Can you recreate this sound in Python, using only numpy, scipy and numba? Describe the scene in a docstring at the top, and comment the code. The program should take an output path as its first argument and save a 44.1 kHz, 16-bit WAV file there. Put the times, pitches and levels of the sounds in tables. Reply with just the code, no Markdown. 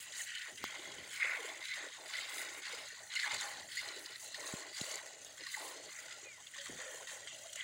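"""In an open yard, a buffalo is milked by hand into a steel pail that already holds frothy milk.
Each jet first splashes and sprays droplets on the froth, then digs in and churns up larger, lower bubbles.
Swarms of ringing bubbles and fine hiss make the milk and foam; echoes and moving resonances make the pail.
Around it lie a sharp click, dull thuds and a few gliding bird notes made of plain sines,
with hooves shifting and quiet outdoor air made of filtered noise."""
import sys
import numpy as np
from scipy import signal
from scipy.fft import rfft, irfft
from scipy.io import wavfile
from scipy.ndimage import uniform_filter1d, map_coordinates
from numba import njit

SR = 44100
rng = np.random.default_rng(int(sys.argv[2]) if len(sys.argv) > 2 else 0)


def pcm_store(signal):
    """Save signal as 16-bit PCM."""
    levels = np.round(np.clip(np.atleast_2d(signal), -1, 1) * 32767)
    wavfile.write(sys.argv[1], SR, levels.astype(np.int16).T)


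N = 336483
T = np.arange(N) / SR


def undb(db):
    """Decibels to gain."""
    return 10 ** (np.asarray(db) / 20)


def curves(table):
    """The columns of a table, joined by straight lines in time."""
    s, *columns = np.transpose(table)
    return [np.interp(T, s, column) for column in columns]


def current_row(times):
    """Which row of a table holds at each moment: the latest one to have started."""
    return np.maximum(np.searchsorted(times, T, "right") - 1, 0)


def colour(x, points):
    """Shape the tone to a (frequency [Hz], level [dB]) outline, without any sound before its cause."""
    hz, db = np.transpose(points)
    size = 2048
    grid = np.maximum(np.fft.rfftfreq(size, 1 / SR), 1)
    outline_db = np.interp(np.log(grid), np.log(hz), db)
    # folding the cepstrum forward in time gives a minimum-phase filter
    cepstrum = irfft(np.log(undb(outline_db)))
    cepstrum[1:size // 2] *= 2
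    cepstrum[size // 2 + 1:] = 0
    impulse = irfft(np.exp(rfft(cepstrum)))
    return signal.fftconvolve(x, impulse)[:len(x)]


def high_pass(order, hz):
    """Filter sections that keep what lies above hz."""
    return signal.butter(order, hz, "high", fs=SR, output="sos")


def steady(x, span_s):
    """Even out the loudness to about unit rms over each span; quicker flutter stays."""
    power = uniform_filter1d(x * x, int(span_s * SR))
    power = uniform_filter1d(power, int(span_s * SR / 2))
    return x / np.sqrt(np.abs(power) + 1e-12)


def walk(rate):
    """A random wander with unit spread: a new level every 1 / rate seconds, joined smoothly."""
    hold = int(SR / rate)
    levels = np.repeat(rng.standard_normal(N)[:N // hold + 1], hold)
    wander = uniform_filter1d(levels, hold)[:N]
    return wander / wander.std()


def add(out, s, sound, db):
    """Lay a short sound into the track at the given peak level."""
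    i = max(int(s * SR), 0)
    scaled = sound * undb(db) / np.abs(sound).max()
    out[i:i + len(sound)] += scaled[:max(N - i, 0)]


@njit
def band(x, hz, width):
    """Band-pass whose centre and width may move; gain 1 at the centre."""
    y, b, low = np.empty(len(x)), 0., 0.
    for i in range(len(x)):
        g, k = np.tan(np.pi * hz[i] / SR), width[i] / hz[i]
        v = (b + g * (x[i] - low)) / (1 + g * (g + k))
        b, low, y[i] = 2 * v - b, low + 2 * g * v, k * v
    return y


def resonate(x, hz, width_hz, lift_db):
    """Lift the sound around a moving resonance."""
    return x + (undb(lift_db) - 1) * band(x, hz, width_hz * np.ones(N))


@njit
def ring(start, hz, cycles, size, rise):
    """Each bubble is a damped sine whose pitch climbs as it nears the surface."""
    out = np.zeros(N)
    for k in range(len(start)):
        life, phase = cycles[k] * SR / hz[k], 0.  # life in samples
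        first = int(start[k] * SR)
        for i in range(min(int(life), N - first)):
            phase += 2 * np.pi * hz[k] * (1 + rise * i / life) / SR
            out[first + i] += size[k] * np.exp(-6 * i / life) * np.sin(phase)
    return out


def bubbles(low_hz, high_hz, per_s, cycles, spread_db, rise):
    """A swarm of bubbles of uneven strength, pitched between two edges that may move."""
    when, pitch, life, size = rng.random((int(per_s * N / SR), 4)).T
    start = when * N / SR
    low = np.interp(start, T, low_hz * np.ones(N))
    high = np.interp(start, T, high_hz * np.ones(N))
    strength = undb(-spread_db * np.log(np.maximum(size, .02)))
    return ring(start, low * (high / low) ** pitch, cycles * (.5 + life), strength, float(rise))


def spatter(per_s, spread_db, hiss_db):
    """Dense ticks of very uneven size over a thin hiss."""
    signs = rng.choice([-1, 1], N)
    sizes = undb(spread_db * np.minimum(rng.exponential(size=N), 5))
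    ticks = (rng.random(N) < per_s / SR) * signs * sizes
    return ticks / ticks.std() + undb(hiss_db) * rng.standard_normal(N)


def walls(x, count=6):
    """The sound bounces across the pail; the paths shift as the jet wanders, so the colour keeps changing."""
    echo, path_s, wander_s = .22, .0006, .00017  # gain of each bounce; its delay; how far the delay drifts
    out = x.copy()
    for k in range(count):
        drift = wander_s * uniform_filter1d(walk(4), SR // 5)
        lag = path_s * (k + 1 + rng.random()) + drift
        out += echo * map_coordinates(x, [(T - lag) * SR], order=3)
    return out


# tone of the quiet outdoor air: (frequency [Hz], relative level [dB])
YARD = [(25, -19), (60, -3.5), (120, 1.5), (250, -7), (600, -8), (950, -6.5), (1500, -4), (5000, -17),
        (15000, -20)]


def yard(level_db=-69.7, swell_db=1.4, per_s=5.6):
    """Quiet outdoor air: shaped noise that swells and sinks a little."""
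    air = colour(rng.standard_normal(N), YARD)
    return air / air.std() * undb(level_db + swell_db * walk(per_s))


# stretches of jet flow; one pull on a teat may take several rows:
# (start [s], length [s], swell to full pressure [s], digs in after [s],
# pressure fade after the swell [dB/s], pitch of the largest bubbles once deep [Hz],
# then levels at full pressure: splash [dB], spray [dB], foam fizz [dB], churning [dB])
FLOWS = [(0.0, 0.1, 0.0021, 0.062, 4, 410, -57.5, -57.5, -61, -63),
         (0.121, 0.12, 0.039, 0.021, 42, 535, -51.5, -47, -47, -64),
         (0.255, 0.23, 0.021, 0.2, 7.5, 468, -48.5, -52.5, -55.5, -56.5),
         (0.573, .51, 0.083, 0.11, 17, 333, -48, -53, -57, -56),
         (1.105, 0.096, 0.016, 0.095, 24, 450, -47.5, -52, -55, -47.5),
         (1.195, 0.16, 0.03, 0.032, 24, 398, -37.5, -51, -56.5, -51),
         (1.349, 0.24, 0.1, 0.0018, 47, 315, -47.5, -51.5, -56.5, -56.5),
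         (1.605, 0.26, 0.11, 0.14, 26, 335, -44, -50, -56.5, -53.5),
         (1.909, 0.21, 0.0072, 0.049, 29, 393, -56, -56.5, -63, -56),
         (2.084, 0.34, 0.11, 0.008, 31, 500, -47.5, -47, -55, -57.5),
         (2.271, 0.31, 0.11, 0.0026, 11, 318, -49.5, -54.5, -54.5, -56.5),
         (2.618, 0.23, 0.041, 0.036, 20, 405, -49.5, -48.5, -55.5, -57),
         (2.871, 0.21, 0.011, 0.092, 45, 544, -55.5, -56.5, -56, -58),
         (3.096, 0.045, 0.029, 0.081, 18, 600, -49, -50.5, -54.5, -43),
         (3.154, 0.13, 0.054, 0.088, 15, 776, -42, -47.5, -50.5, -47.5),
         (3.293, 0.055, 0.019, 0.0016, 17, 302, -43, -44, -48, -47.5),
         (3.383, 0.28, 0.036, 0.012, 70, 483, -43.5, -45.5, -48, -49),
         (3.687, 0.43, 0.14, 0.12, 53, 310, -47.5, -48.5, -53.5, -55.5),
         (4.05, 0.1, 0.075, 0.0096, 23, 327, -54.5, -52, -71, -68),
         (4.195, 0.11, 0.022, 0.01, 12, 418, -65, -54.5, -54.5, -61.5),
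         (4.317, 0.4, 0.17, 0.0284, 35, 332, -51, -51.5, -50.5, -53.5),
         (4.726, 0.27, 0.059, 0.043, 22, 392, -50, -49, -49.5, -55),
         (4.985, 0.35, 0.055, 0.002, 37, 430, -58, -61.5, -56, -59),
         (5.373, 0.53, 0.17, 0.18, 20, 395, -53.5, -53.5, -54, -52.5),
         (5.889, 0.37, 0.081, 0.034, 15, 433, -55.5, -59, -58, -65),
         (6.195, 0.26, 0.022, 0.022, 13, 374, -67, -74, -59, -77),
         (6.532, 0.26, 0.016, 0.13, 23, 308, -53, -57.5, -52.5, -62),
         (6.769, 0.26, 0.037, 0.0018, 42, 385, -49, -55.5, -51, -54.5),
         (7.07, 0.2, 0.03, 0.028, 43, 360, -53.5, -55, -50.5, -56),
         (7.271, 0.34, 0.008, 0.029, 14, 458, -66, -56.5, -56.5, -60.5),
         (7.567, .1, 0.029, .12, 17, 500, -50, -61, -55, -53)]
ATTACK_S, RELEASE_S, SWELL_DB = 0.0016, 0.037, 7  # the flow starts, stops; the pressure builds by this much
SPRAY_SHARE, FIZZ_SHARE, CHURN_SHARE = 0.94, 1, 0.71  # how closely each follows the pressure
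SHALLOW_HZ, SINK_S = 1111, 0.019  # largest bubbles while the jet is on the froth; time it takes to sink
BREAK_S, CLEAR_S = 0.026, 0.021  # time to break through the froth; for a new flow to still old churning
FROTH_SPRAY_DB, SHALLOW_DB = 3, -18  # change in spray and in churning while the jet is on the froth
REST_DB = [[-66], [-62], [-58], [-77]]  # milk settling between flows: splash, spray, fizz, churning


def jets(waver_db=1.15, waver_per_s=16):
    """Each stretch of flow swells and fades with the hand's pressure, breaks through the froth and sinks.
    Gives the levels in dB of splash, spray, fizz and churning, and the pitch of the largest bubbles."""
    power = undb(REST_DB) ** 2 * np.ones(N)
    dig_hz = np.full(N, float(SHALLOW_HZ))
    for s, length, swell, digs, fade, deep_hz, splash_db, spray_db, fizz_db, churn_db in FLOWS:
        span = slice(max(int(s * SR), 0), int((s + 2 * length) * SR))
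        age = np.maximum(T[span] - s, 0)
        flow = np.minimum(age / ATTACK_S, 1) * np.exp(-np.maximum(age - length, 0) / RELEASE_S)
        pressure_db = -SWELL_DB * np.maximum(1 - age / swell, 0) - fade * np.maximum(age - swell, 0)
        on_froth = .5 - .5 * np.tanh((age - digs) / BREAK_S)  # 1 on the froth, 0 once through
        # a jet on the froth ends the churning left from before
        power[3, span] *= 1 - flow * on_froth * (1 - np.exp(-age / CLEAR_S))
        levels_db = [splash_db + pressure_db,
                     spray_db + SPRAY_SHARE * pressure_db + FROTH_SPRAY_DB * on_froth,
                     fizz_db + FIZZ_SHARE * pressure_db,
                     churn_db + CHURN_SHARE * pressure_db + SHALLOW_DB * on_froth]
        power[:, span] += (flow * undb(levels_db)) ** 2
        sinking = np.exp(-np.maximum(age - digs, 0) / SINK_S)
        dig_hz[span] = deep_hz + (SHALLOW_HZ - deep_hz) * sinking
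    levels = [10 * np.log10(p) + waver_db * walk(waver_per_s) for p in power]
    return *levels, dig_hz


# each spot where the jet lands wakes the pail differently:
# (from time [s], hollow resonance [Hz], bright resonance [Hz], lift of the bright one [dB])
LANDINGS = [(0, 1970, 2650, 9), (.125, 1990, 4550, 3.5), (.254, 1890, 2910, 7.5), (.57, 2090, 3280, 6.5),
            (1.102, 2190, 3250, 4), (1.197, 2180, 3450, 6.5), (1.61, 2150, 3980, 6),
            (1.75, 1880, 3550, 6.5), (2.078, 2100, 3900, 3), (2.861, 1920, 4180, 8),
            (3.11, 2060, 3980, 8.5), (3.391, 1930, 4280, 6), (4.049, 1920, 4180, 7.5),
            (4.721, 2050, 4550, 8), (4.989, 1930, 2950, -2), (5.379, 2020, 4230, 5.5),
            (5.95, 2010, 2990, 2.5), (6.533, 1860, 3250, 7.5), (7.271, 2080, 3100, 12.5),
            (7.36, 2020, 3060, 6.5), (7.57, 2040, 3200, 16)]


def landings(hollow_drift=.018, bright_drift=.035):
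    """The pail's two resonances waver while the jet stays near one spot, and slide quickly to the next."""
    s, *columns = np.transpose(LANDINGS)
    spot = current_row(s)
    hollow_hz, bright_hz, lift_db = (uniform_filter1d(c[spot], SR // 50) for c in columns)
    return hollow_hz * (1 + hollow_drift * walk(25)), bright_hz * (1 + bright_drift * walk(30)), lift_db


def beads(per_s=70, decay_s=.003, depth=.7):
    """The jet breaks into beads: each lifts the sound at once and fades in a few milliseconds."""
    hits = (rng.random(N) < per_s / SR) * rng.uniform(0.98, 1, N)
    return 1 + depth * signal.lfilter([1], [1, -np.exp(-1 / (decay_s * SR))], hits)


# tone of the splash inside the pail: (frequency [Hz], relative level [dB])
SPLASH = [(900, -49), (1280, -8), (1470, 2.5), (1600, -2.5), (1760, 0.5), (2050, 2.5), (2400, -0.5),
          (2700, -2), (3400, -31)]


def splash(dig_hz, sputter, hollow_hz, splash_db, above=1.263, width_hz=190, lift_db=9, hard_db=-46,
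           broaden=0.59):
    """Small bubbles where the jet hits ring the air in the pail, more broadly under a hard jet.
    A shallow jet makes only the smaller ones."""
    low_hz = np.maximum(above * dig_hz, 1150)
    swarm = bubbles(low_hz, high_hz=2920, per_s=1900, cycles=41.0, spread_db=1.5, rise=0.2)
    wet = colour(swarm * np.sqrt(sputter), SPLASH)
    width = width_hz * undb(broaden * np.maximum(splash_db - hard_db, 0))
    return steady(resonate(wet, hollow_hz, width, lift_db), span_s=0.53)


# tone of the spray: (frequency [Hz], relative level [dB])
SPRAY = [(1000, -43), (1700, -18), (2500, -10), (2900, -0.5), (3350, -2), (3950, 0.5), (4550, 0.5),
         (4900, 1), (5300, -2), (7000, -28)]


def spray(sputter, bright_hz, lift_db, width_hz=400, drops_db=-2, flutter_db=0.8):
    """Droplets thrown off the jet patter on the froth and leave tiny ringing bubbles.
    The pail picks out one bright band."""
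    tiny = bubbles(low_hz=2493, high_hz=5335, per_s=2100, cycles=26.0, spread_db=2.5, rise=0.04)
    drops = spatter(per_s=4200, spread_db=1.5, hiss_db=-9)
    wet = tiny / tiny.std() + undb(drops_db) * drops
    wet = wet * sputter * undb(flutter_db * walk(150))
    wet = colour(walls(wet), SPRAY)
    return steady(resonate(wet, bright_hz, width_hz, lift_db), span_s=0.22)


# tone of the foam as the microphone picks it up, with its 15 kHz peak:
# (frequency [Hz], relative level [dB])
FIZZ = [(3500, -69), (5600, -5), (6400, 2.5), (7100, 3.5), (7600, 2), (8000, -1), (8700, -1.5), (9300, -5),
        (9900, -5.5), (11000, -10), (13700, -20.5), (14700, -10), (15700, -7.5), (16000, -19)]
# the brightness above 9 kHz drifts over time: (time [s], average change [dB])
BRIGHTNESS = [(0, 2), (.9, -1.5), (1.4, 4.5), (1.9, -3.5), (2.3, 7), (3.0, -1), (3.7, 3), (4.15, 1),
              (4.5, 1.5), (5.2, -2.5), (5.7, 3.5), (6.3, -6), (6.7, -2), (7.63, -3)]


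def fizz(sputter, tiny_db=-1, flutter_db=0.9, flicker_db=3.0):
    """Foam cells burst in a dense soft hiss with tiny high pings; its top brightness drifts and flickers."""
    tiny = bubbles(low_hz=5750, high_hz=11400, per_s=1500, cycles=81, spread_db=3.0, rise=0.019)
    foam = spatter(per_s=4200, spread_db=5.0, hiss_db=0.5) + undb(tiny_db) * tiny / tiny.std()
    foam = foam * sputter * undb(flutter_db * walk(200))
    foam = steady(colour(walls(foam), FIZZ), span_s=0.13)
    treble = signal.sosfiltfilt(high_pass(4, 9000), foam)
    brightness_db = curves(BRIGHTNESS)[0] + flicker_db * walk(18)
    return foam + (undb(brightness_db) - 1) * treble


# tone of the stirred milk inside the pail: (frequency [Hz], relative level [dB])
CHURN = [(170, -55), (280, 3), (470, -1.5), (650, 6), (730, -2), (820, 7.5), (920, 1.5), (1070, 10.5),
         (1280, 3.5), (1600, -17.5)]
# the resonance of the gurgling milk drifts and stands out more or less: (time [s], pitch [Hz], lift [dB])
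GURGLE = [(0, 607, 0.5), (2.6, 520, -0.5), (3.3, 900, 8), (4.0, 634, 0), (4.6, 587, 3), (5.1, 600, 2),
          (5.7, 640, -1.5), (6.85, 514, 8), (7.15, 525, 8), (7.45, 623, 11)]


def churn(dig_hz, splash_db, reach_hz=1500, hard_db=-48, reach_slope=0.4, width_hz=130, lump_db=1):
    """The jet drives air under the surface: the deeper, the lower the bubbles.
    A hard jet tears off small ones too, and all come in uneven lumps."""
    reach = reach_hz * undb(reach_slope * np.minimum(splash_db - hard_db, 0))
    top_hz = np.maximum(reach, 1.65 * dig_hz)
    swarm = bubbles(dig_hz, top_hz, per_s=650, cycles=13.5, spread_db=2.0, rise=0.24)
    gurgle_hz, lift_db = curves(GURGLE)
    gurgling = resonate(colour(swarm, CHURN), gurgle_hz, width_hz, lift_db)
    return steady(gurgling, span_s=0.041) * undb(lump_db * walk(28))


# single bubbles that ring out: (time [s], peak level [dB], average pitch [Hz], length [s])
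GULPS = [(0.191, -41, 2050, 0.01), (0.203, -38.5, 1880, 0.014), (1.221, -25.5, 2055, 0.012),
         (1.242, -49.5, 525, 0.013), (1.387, -46.5, 458, 0.031), (1.443, -44, 467, 0.015),
         (1.651, -42, 2140, .010), (1.707, -37.5, 2050, 0.025), (1.865, -46, 520, 0.01),
         (2.142, -39, 1954, 0.024), (2.185, -33.5, 2030, 0.0078), (2.731, -47, 474, 0.016),
         (3.156, -35.5, 2830, 0.011), (3.161, -32, 2114, 0.019), (3.231, -30, 2080, 0.0056),
         (3.239, -33, 1725, 0.012), (3.26, -44.5, 920, 0.0087), (3.769, -34, 2050, 0.012),
         (3.781, -38, 2020, 0.027), (4.344, -39, 1950, 0.0067), (5.46, -41, 1804, 0.015),
         (5.466, -51.5, 1140, 0.015), (5.54, -34, 2015, 0.013), (5.567, -47, 870, 0.017),
         (6.469, -42.5, 3200, 0.0048), (6.786, -52, 512, 0.026), (6.86, -51.5, 524, 0.048),
         (6.94, -49.5, 465, 0.019), (7.451, -48.5, 665, 0.018), (7.595, -39, 2023, 0.018),
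         (7.606, -36.5, 3200, 0.0066)]


def gulps(waver=0.035):
    """A pocket of air swells into a short ring while the jet feeds it."""
    out = np.zeros(N)
    for s, db, hz, length in GULPS:
        size = int(length * SR)
        pitch = hz * (1 + waver * walk(405)[:size])
        tone = np.sin(2 * np.pi * np.cumsum(pitch) / SR)
        add(out, s, signal.windows.tukey(size, .6) * tone, db)
    return out


# the milk slops in a short lump of bubbles: (time [s], length [s], rms level [dB], middle pitch [Hz])
SLOPS = [(0.471, 0.079, -61, 566), (1.293, 0.21, -56.5, 830), (1.46, 0.1, -53, 805),
         (1.58, 0.078, -60, 850), (2.92, 0.037, -64, 530), (2.995, 0.063, -64, 560),
         (3.84, 0.075, -60, 845), (3.925, 0.13, -57.5, 456), (4.094, 0.029, -56.5, 515),
         (5.144, 0.072, -71, 485), (5.387, 0.061, -58.5, 400), (6.038, 0.07, -63.5, 684),
         (6.133, 0.15, -63, 610), (6.213, 0.12, -65, 497), (6.371, 0.056, -62, 955),
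         (6.547, .06, -62, 1210), (6.648, 0.055, -59, 1150), (6.99, .055, -60, 734),
         (7.068, 0.052, -63, 1170), (7.405, .09, -66.5, 850), (7.557, 0.042, -64, 840)]


def slops(spread=1.414):
    """Stirred milk folds over and traps a handful of bubbles of like size."""
    s, _, _, hz = np.transpose(SLOPS)
    pitch = hz[current_row(s)]
    swarm = bubbles(pitch / spread, pitch * spread, per_s=520, cycles=18.5, spread_db=4.0, rise=0.11)
    lumps = np.zeros(N)
    for s, length, db, _ in SLOPS:
        corners = [s, s + length / 4, s + length / 2, s + length]
        lumps += undb(db) * np.interp(T, corners, [0, 1, 1, 0])
    return steady(colour(swarm, CHURN), span_s=0.082) * lumps


# hooves shifting in the dirt: (time [s], rms level at the fullest [dB], rough length [s])
SCUFFS = [(0.514, -60.5, 0.065), (0.583, -61, 0.12), (0.797, -64.5, 0.36), (0.97, -65, 0.081),
          (2.74, -77, 0.14), (3.312, -61.5, 0.11), (3.518, -63.5, 0.22), (5.82, -67, 0.1),
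          (6.678, -55.5, 0.12), (7.29, -70, 0.16)]


def scuffs(low_hz=70, high_hz=420):
    """A hoof drags over packed earth: a low rustle that starts quickly and fades."""
    low_band = signal.butter(2, [low_hz, high_hz], "band", fs=SR, output="sos")
    earth = signal.sosfilt(low_band, rng.standard_normal(N))
    press = np.zeros(N)
    for s, db, length in SCUFFS:
        press += undb(db) * np.interp(T, [s, s + length / 4, s + 1.15 * length], [0, 1, 0])
    return steady(earth, span_s=0.038) * press


# sudden changes in the jet's force, mostly surges: (time [s], boost or, if negative, dip [dB], decay [s])
SURGES = [(.573, 1, 0.015), (.76, 2, 0.0069), (.814, -2, .008), (.923, 4, 0.0046), (1.655, 4, 0.0065),
          (2.059, 9, .01), (2.136, 9.5, 0.017), (2.650, 5.5, 0.01), (3.154, 8, 0.014), (3.19, 6, 0.0078),
          (4.344, 7.5, 0.023), (5.398, 6.5, 0.03), (5.988, 4.5, 0.028), (6.083, 7, 0.0078),
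          (6.109, 11.5, 0.015), (6.465, 9, 0.02), (6.577, 5, 0.011), (6.657, 8.5, 0.024), (6.801, 4.5, .02),
          (7.021, 7.5, 0.044), (7.084, 2, 0.023), (7.272, 7, 0.02), (7.326, 2, 0.0085), (7.459, 9, .008),
          (7.556, 11, 0.015)]


def surges():
    """Extra force in dB: each surge arrives at once and dies away."""
    return sum(db * (T >= s) * np.exp(-np.abs(T - s) / decay) for s, db, decay in SURGES)


# sharp clicks: (time [s], peak level [dB], pitch [Hz], decay [s])
KNOCKS = [(.641, -23, 1270, 0.00045)]
# tone of a click's crack as the microphone picks it up, with its 15 kHz peak:
# (frequency [Hz], relative level [dB])
CRACK = [(1000, -14), (2500, 1), (6000, 12), (9000, 1), (13500, -2), (15200, 8)]


def clicks(crack_s=.0008):
    """A click is a single dry swing with an equally strong crack of noise on top."""
    out, t = np.zeros(N), T[:SR // 10]
    for s, db, hz, decay in KNOCKS:
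        add(out, s, -np.sin(2 * np.pi * hz * t) * np.exp(-t / decay), db)
        crack = rng.standard_normal(len(t)) * np.exp(-t / crack_s)
        add(out, s, colour(crack, CRACK), db)
    return out


# dull thuds: (time [s], peak level [dB], starting pitch [Hz], decay [s])
THUDS = [(.642, -42, 375, 0.0021), (4.538, -31.5, 352, 0.0027), (4.814, -34.5, 335, 0.0031),
         (6.697, -41, 530, 0.0037)]


def thuds(sag_s=0.0037):
    """Soft thuds sag in pitch as they die."""
    out, t = np.zeros(N), T[:SR // 10]
    for s, db, hz, decay in THUDS:
        phase = 2 * np.pi * np.cumsum(hz / (1 + t / sag_s)) / SR
        add(out, s, np.sin(phase) * np.exp(-t / decay), db)
    return out


# short bright ticks, mostly drops in the froth, and the snap of a thud near 4.81 s:
# (time [s], peak level [dB], pitch [Hz])
BRIGHT_TICKS = [(0.844, -41, 3830), (1.654, -32, 3930), (2.654, -37, 3270), (3.153, -33, 6800),
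                (3.198, -29, 4000), (3.3437, -31, 7200), (3.41, -30.5, 6840), (3.887, -31, 4150),
                (4.060, -36.5, 4820), (4.158, -38, 4020), (4.405, -37, 6460), (4.4756, -32, 6440),
                (4.7694, -39, 4580), (4.811, -31, 4030), (4.814, -31, 6900), (4.9146, -32, 6370),
                (4.924, -36, 7000), (4.941, -36, 6440), (4.956, -29.5, 6980), (5.247, -37.5, 6600),
                (7.085, -51, 6850), (7.558, -33, 7000)]


def bright_ticks(decay_s=0.0041, ring_s=0.00095, spatter_db=-5, width=0.88):
    """A short bright tick: a tiny ring inside a brief burst of noise of like pitch."""
    out, t = np.zeros(N), T[:SR // 20]
    for s, db, hz in BRIGHT_TICKS:
        centre = np.full(len(t), float(hz))
        burst = band(rng.standard_normal(len(t)), centre, width * centre)
        burst = band(burst, centre, width * centre)
        tone = np.sin(2 * np.pi * hz * t) * t / ring_s * np.exp(1 - t / ring_s)
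        add(out, s, tone + undb(spatter_db) * burst / burst.std() * np.exp(-t / decay_s), db)
    return out


# a far bird's nearly level note before its whistle: (time [s], pitch [Hz], level [dB])
PEEP = [(6.085, 1404, -74), (6.11, 1450, -60), (6.16, 1370, -59), (6.185, 1400, -74)]
# a far bird's falling whistle: (time [s], pitch [Hz], level [dB])
WHISTLE = [(6.215, 2540, -83), (6.265, 2480, -52), (6.305, 2365, -53.5), (6.345, 2095, -57),
           (6.38, 1920, -59), (6.425, 1640, -70)]
# a far dove's short coo: (time [s], pitch [Hz], level [dB])
COO = [(6.56, 590, -85), (6.595, 560, -53), (6.63, 562, -59), (6.67, 555, -80)]


def bird(call):
    """A pure gliding note: one sine that follows the pitch and level of the call."""
    hz, db = curves(call)
    sounding = (T > call[0][0]) * (T < call[-1][0])
    return sounding * undb(db) * np.sin(2 * np.pi * np.cumsum(hz) / SR)


def scene():
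    """The milk in the pail, with the yard around it."""
    splash_db, spray_db, fizz_db, churn_db, dig_hz = jets()
    hollow_hz, bright_hz, lift_db = landings()
    sputter, surge_db = beads(), surges()
    milk = undb(splash_db + surge_db) * splash(dig_hz, sputter, hollow_hz, splash_db)
    milk += undb(spray_db + surge_db) * spray(sputter, bright_hz, lift_db)
    milk += undb(fizz_db + 0.3 * surge_db) * fizz(sputter)  # the foam feels a surge less
    milk += undb(churn_db) * churn(dig_hz, splash_db)
    milk += gulps() + slops()
    birds = bird(PEEP) + bird(WHISTLE) + bird(COO)
    return (yard() + milk + scuffs() + clicks() + thuds() + bright_ticks() + birds)[None]


def record(dry, low_hz=55, top_hz=15850):
    """The phone thins the deep bass and cuts the top."""
    thin = signal.sosfilt(high_pass(3, low_hz), dry)
    return signal.sosfilt(signal.ellip(10, .2, 70, top_hz, fs=SR, output="sos"), thin)


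dry = scene()
out = record(dry)
pcm_store(out)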